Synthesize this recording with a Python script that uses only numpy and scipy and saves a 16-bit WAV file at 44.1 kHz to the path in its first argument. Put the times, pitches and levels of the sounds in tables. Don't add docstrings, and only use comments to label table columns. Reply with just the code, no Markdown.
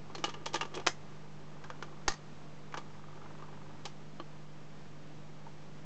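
import sys
import numpy as np
from scipy import signal
from scipy.fft import rfft, irfft
from scipy.io import wavfile
from scipy.ndimage import uniform_filter1d

SR = 44100
rng = np.random.default_rng(int(sys.argv[2]) if len(sys.argv) > 2 else 0)


def dump_mix(stems):
    frames = np.atleast_2d(stems).T
    limited = np.clip(frames, -1, 1)
    pcm = np.round(limited * 32767).astype(np.int16)
    wavfile.write(sys.argv[1], SR, pcm)


N = 257984

# frequency_hz, gain_db
RUMBLE_SPECTRUM = [(30, -25), (65, -17), (120, -11), (230, -9), (300, -13), (500, -14.5), (780, -17.5),
                   (1500, -23), (3000, -28), (6500, -34), (7600, -38), (8300, -46.5), (8900, -63.5)]
# harmonic_number, level_db, waver_db
HUM_HARMONICS = [(1, -82, 2.5), (2, -67.5, -3), (3, -55, -0.17), (4, -62, 1), (6, -69, 2.5)]
# peak_s, half_length_s, rub_db, tooth_db
CAM_STROKES = [(.4, 0.41, -55.5, -67.5), (0.796, .05, -50.5, -53), (1.825, 0.25, -60.5, -55),
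               (3.238, 0.41, -60.5, -51)]
# frequency_hz, gain_db
IMPACT_SPECTRUM = [(60, -17), (230, -8), (330, -1.5), (700, 2.5), (1200, 2.5), (2000, -1.5), (3500, -3),
                   (5000, -3.5), (6600, -5.5), (7500, -13.5), (8600, -30.5)]
# pitch_hz, width_hz, gain_db
DECK_MODES = [(356, 93, 10), (495, 38, 4), (812, 36, 6), (908, 72, 7), (1200, 47, 10.5), (1480, 56, -4.5),
              (1700, 76, 4.5), (2320, 130, 3.5), (2980, 230, 5), (3305, 28, 8), (4260, 31, 0),
              (4700, 44, -5), (5230, 36, -2.5), (5920, 210, 2.5), (7000, 60, -0.5)]
# pitch_hz, width_hz, gain_db
GEAR_MODES = [(890, 160, 10.5), (1220, 210, 10.5)]
# pitch_hz, width_hz, gain_db
ARM_MODES = [(334, 38, 17), (637, 130, 5.5), (1150, 33, 18), (3060, 180, 18.5), (4240, 150, 16)]
# pitch_hz, width_hz, gain_db
DISC_MODES = [(327, 37, 6.5), (373, 26, 9), (496, 29, 8.5), (724, 86, 14), (1010, 160, 7.5),
              (1220, 50, 5.5), (1460, 130, 9), (1630, 90, 7), (2020, 200, 10.5), (2540, 90, 8),
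              (3030, 70, 5), (3240, 170, 4.5), (5090, 200, 6), (6220, 150, 6)]
# pitch_hz, width_hz, gain_db
MAIN_LEVER_MODES = [(350, 80, 7), (783, 50, 9), (910, 80, -0.5), (1194, 35, 12), (1690, 76, 5),
                    (1870, 90, 8.5), (2300, 130, 0.5), (3060, 3000, -6), (4650, 160, 5), (5610, 80, 2.5),
                    (6350, 180, 5.5)]
# start_s, level_db, body_db, treble_db, crack_t60_s, ring_hz, ring_db
LEVER_CLICKS = [ (.0960, -46.5, 3, -2.5, 0.023, 950, 27), (0.149, -36.5, 3, -0.5, 0.053, 4240, 15),
                (0.1805, -40.5, 2, 1.5, 0.016, 330, 8), (.2400, -25, 0, 1.5, 0.024, 2900, 10),
                (0.2796, -38.5, 9, -9, 0.012, 1210, 10), (0.2898, -40.5, -6, 1.5, 0.075, 3320, 4),
                (0.339, -40.5, -8, -5.5, .039, 2880, 13.5), (0.5547, -30.5, 1, 1.5, 0.059, 1700, 8.5),
                (0.6096, -28, -9, -4.5, 0.037, 2790, 13), (.6280, -35.5, 0, -12, .06, 2980, 12),
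                (0.6518, -40, 11, 2, .035, 1140, 16.5), (0.7403, -39, 2, -4, .04, 3320, 14.5),
                (0.75, -39.5, -4, 6, .05, 8070, 15), (.7660, -38, 9, -15, 0.085, 684, 7),
                (0.773, -38.5, -5, -5.5, .027, 2490, 12), (.7975, -41.5, 1, -2, 0.03, 650, 9),
                (1.6400, -43.5, -4, -5, 0.029, 1590, 9), (1.7000, -37.5, 3.5, -7.5, 0.037, 1450, 14),
                (1.8243, -36, -2, -4.5, 0.032, 1460, 10.5), (2.7230, -49.5, -2, -3, 0.027, 2220, 18),
                (2.7410, -34, -5, -11, 0.025, 1500, 7.5), (2.7712, -35, 1, -1.5, 0.076, 1160, 6.5),
                (3.422, -44, 1, -19, 0.024, 1110, 11), (5.4650, -45, -5, -14, 0.017, 900, 26), ]
# seat_s, lead_s, touch_db, seat_db, body_db, treble_db, ring_hz, ring_db
LATCH_SNAPS = [ (0.4624, .0047, -36.5, -33, 1, 3.5, 900, 7), (.5418, 0.01, -42, -26.5, 5, 5, 886, 7),
               (3.858, .005, -38.5, -39.5, -4, 7.5, 830, 12), ]
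# start_s, level_db, treble_db, crack_t60_s
DISC_CONTACTS = [(0.8652, -28, 8.5, 0.0077), (0.8703, -22, 4, 0.011), (0.8722, -23.5, 8.5, 0.0073),
                 (.8768, -31, 7.5, .019)]
# start_s, gain_db
PRESSURE_BUMPS = [(0.868, -45), (2.082, -25.5)]
# start_s, level_db, body_db, crack_t60_s, tail_db
MAIN_LEVER_CONTACTS = [(2.0795, -22, -2, 0.021, -18.5), (2.1190, -41, -5, .03, -12),
                       (2.137, -45.5, -5, .03, -13)]

TOP_HZ, HIT_SAMPLES = 8500, 16384
RING_WIDTH_HZ = 115
STEEL_TAIL_T60_S = 0.15


def undb(db):
    return 10 ** (np.asarray(db) / 20)


def unit(x):
    return x / np.sqrt(np.mean(x ** 2))


def fade(t, t60):
    return np.exp(-np.log(1000) * t / t60)


def freqs(size):
    return np.maximum(np.arange(size // 2 + 1) * SR / size, 1)


def colour(points, size):
    hz, db = np.transpose(points)
    gain = undb(np.interp(np.log(freqs(size)), np.log(hz), db))
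    cepstrum = irfft(np.log(gain), size)
    cepstrum[1:size // 2] *= 2
    cepstrum[size // 2 + 1:] = 0
    return np.exp(rfft(cepstrum))


def resonances(modes, size):
    f, response = freqs(size), 1
    for hz, width, db in modes:
        response = response * (1 + (undb(db) - 1) / (1 + 1j * hz / width * (f / hz - hz / f)))
    return response


def wander(rate_hz):
    hold = int(SR / rate_hz)
    steps = np.repeat(rng.standard_normal(N // hold + 1), hold)
    return unit(uniform_filter1d(uniform_filter1d(steps, hold), hold)[:N])


def add(track, start_s, sound):
    start = int(start_s * SR)
    track[start:start + len(sound)] += sound[:N - start]


def contact(crack_t60, tail_db, tail_t60, rise_s=0.0014, grit_db=4, even_hz=600, grain_samples=32):
    t = np.arange(HIT_SAMPLES) / SR
    crack, tail = rng.standard_normal((2, HIT_SAMPLES))
    grain_db = grit_db * rng.uniform(-1.3, 1.3, HIT_SAMPLES // grain_samples)
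    grains = unit(np.repeat(undb(grain_db), grain_samples))
    burst = grains * crack * fade(t, crack_t60) + undb(tail_db) * tail * fade(t, tail_t60)
    spectrum = rfft((1 - np.exp(-t / rise_s)) * burst)
    band_power = uniform_filter1d(np.abs(spectrum) ** 2, int(even_hz * HIT_SAMPLES / SR))
    return spectrum / np.sqrt(band_power)


def strike(modes, level_db, body_db, treble_db, crack_t60, tail_db, tail_t60,
           body_hz=480, treble_hz=3000, edge_hz=6500, span_s=0.0058):
    response = colour(IMPACT_SPECTRUM, HIT_SAMPLES) * resonances(modes, HIT_SAMPLES)
    body = [(body_hz, body_db), (2 * body_hz, 0)]
    treble = [(treble_hz / 2, 0), (treble_hz * 1.26, treble_db),
              (edge_hz, treble_db), (TOP_HZ, 1.4 * treble_db)]
    shelves = colour(body + treble, HIT_SAMPLES)
    blow = irfft(contact(crack_t60, tail_db, tail_t60) * response * shelves)[:HIT_SAMPLES // 2]
    return blow * undb(level_db) / np.sqrt(np.sum(blow ** 2) / (span_s * SR))


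def turntable(level_db=-55.5, flutter_db=0.5):
    noise = irfft(rfft(rng.standard_normal(N)) * colour(RUMBLE_SPECTRUM, N), N)
    return unit(noise) * undb(level_db + flutter_db * wander(20))


def motor(mains_hz=50, drift_rad=0.1):
    t, hum = np.arange(N) / SR, 0
    for harmonic, level_db, waver_db in HUM_HARMONICS:
        phase = 2 * np.pi * (harmonic * mains_hz * t + rng.random()) + drift_rad * wander(4.9)
        amplitude = np.sqrt(2) * undb(level_db + waver_db * wander(7.4))
        hum = hum + amplitude * np.sin(phase)
    return hum


def cam_levels(t, idle_rub_db=-64, idle_tooth_db=-63):
    power = undb([[idle_rub_db], [idle_tooth_db]]) ** 2
    for peak_s, half_length_s, rub_db, tooth_db in CAM_STROKES:
        swell = np.exp(-((t - peak_s) / half_length_s) ** 2)
        power = power + undb([[rub_db], [tooth_db]]) ** 2 * swell
    return 10 * np.log10(power)


def cam_friction(rough_db=2.5):
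    friction = rng.standard_normal(N) * undb(rough_db * wander(60))
    dull = colour([(100, -15.5), (300, 6.5), (1100, 0.5), (2200, -7.5), (5000, -21), (8500, -34)], N)
    rub = unit(irfft(rfft(friction) * dull * resonances(DECK_MODES, N), N))
    rub_db, _ = cam_levels(np.arange(N) / SR)
    return rub * undb(rub_db)


def gear_teeth(start_s=0.0105, end_s=3.8, period_s=0.0445, scatter_db=1.0):
    track = np.zeros(N)
    times = np.arange(start_s, end_s, period_s)
    _, tooth_db = cam_levels(times)
    for tick_s, level_db in zip(times, tooth_db + scatter_db * rng.standard_normal(len(times))):
        tick = strike(GEAR_MODES, level_db, body_db=-8, treble_db=-17,
                      crack_t60=0.042, tail_db=-25, tail_t60=0.18)
        add(track, tick_s, tick)
    return track


def tone_arm(start_s=4.1985, level_db=-37):
    track = np.zeros(N)
    knock = strike(ARM_MODES, level_db, body_db=4, treble_db=-15,
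                   crack_t60=0.022, tail_db=-20, tail_t60=0.12)
    add(track, start_s, knock)
    return track


def levers(tail_db=-16.5):
    track = np.zeros(N)
    for start_s, level_db, body_db, treble_db, crack_t60, ring_hz, ring_db in LEVER_CLICKS:
        modes = [*DECK_MODES, (ring_hz, RING_WIDTH_HZ, ring_db)]
        click = strike(modes, level_db, body_db, treble_db, crack_t60, tail_db, STEEL_TAIL_T60_S)
        add(track, start_s, click)
    return track


def latches(touch_body_db=4, touch_treble_db=8.5, touch_t60=0.038, seat_t60=0.027, tail_db=-15):
    track = np.zeros(N)
    for seat_s, lead_s, touch_db, seat_db, body_db, treble_db, ring_hz, ring_db in LATCH_SNAPS:
        modes = [*DECK_MODES, (ring_hz, RING_WIDTH_HZ, ring_db)]
        touch = strike(DECK_MODES, touch_db, touch_body_db, touch_treble_db,
                       touch_t60, tail_db, STEEL_TAIL_T60_S)
        snap = strike(modes, seat_db, body_db, treble_db, seat_t60, tail_db, STEEL_TAIL_T60_S)
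        add(track, seat_s - lead_s, touch)
        add(track, seat_s, snap)
    return track


def disc_landing(body_db=1, tail_db=-31, tail_t60=0.14):
    track = np.zeros(N)
    for start_s, level_db, treble_db, crack_t60 in DISC_CONTACTS:
        slap = strike(DISC_MODES, level_db, body_db, treble_db, crack_t60, tail_db, tail_t60)
        add(track, start_s, slap)
    return track


def pressure_bump(start_s, gain_db, rise_s=0.003, fall_s=0.024, rebound_s=0.067, rebound=0.16):
    t = np.maximum(np.arange(N) / SR - start_s, 0)
    compression = (1 - np.exp(-(t / rise_s) ** 2)) * np.exp(-t / fall_s)
    rarefaction = (t / rebound_s * np.exp(1 - t / rebound_s)) ** 2
    return undb(gain_db) * (compression - rebound * rarefaction)


def main_lever(treble_db=3):
    track = np.zeros(N)
    for start_s, level_db, body_db, crack_t60, tail_db in MAIN_LEVER_CONTACTS:
        clunk = strike(MAIN_LEVER_MODES, level_db, body_db, treble_db,
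                       crack_t60, tail_db, STEEL_TAIL_T60_S)
        add(track, start_s, clunk)
    return track


def scene():
    running = motor() + turntable() + cam_friction() + gear_teeth()
    impacts = levers() + latches() + disc_landing() + main_lever() + tone_arm()
    bumps = sum(pressure_bump(start_s, gain_db) for start_s, gain_db in PRESSURE_BUMPS)
    return (running + impacts + bumps)[None]


def record(dry, offset=0.0068):
    lowpass = signal.ellip(8, 0.2, 70, TOP_HZ, fs=SR, output="sos")
    return signal.sosfilt(lowpass, dry) + offset


dry = scene()
out = record(dry)
dump_mix(out)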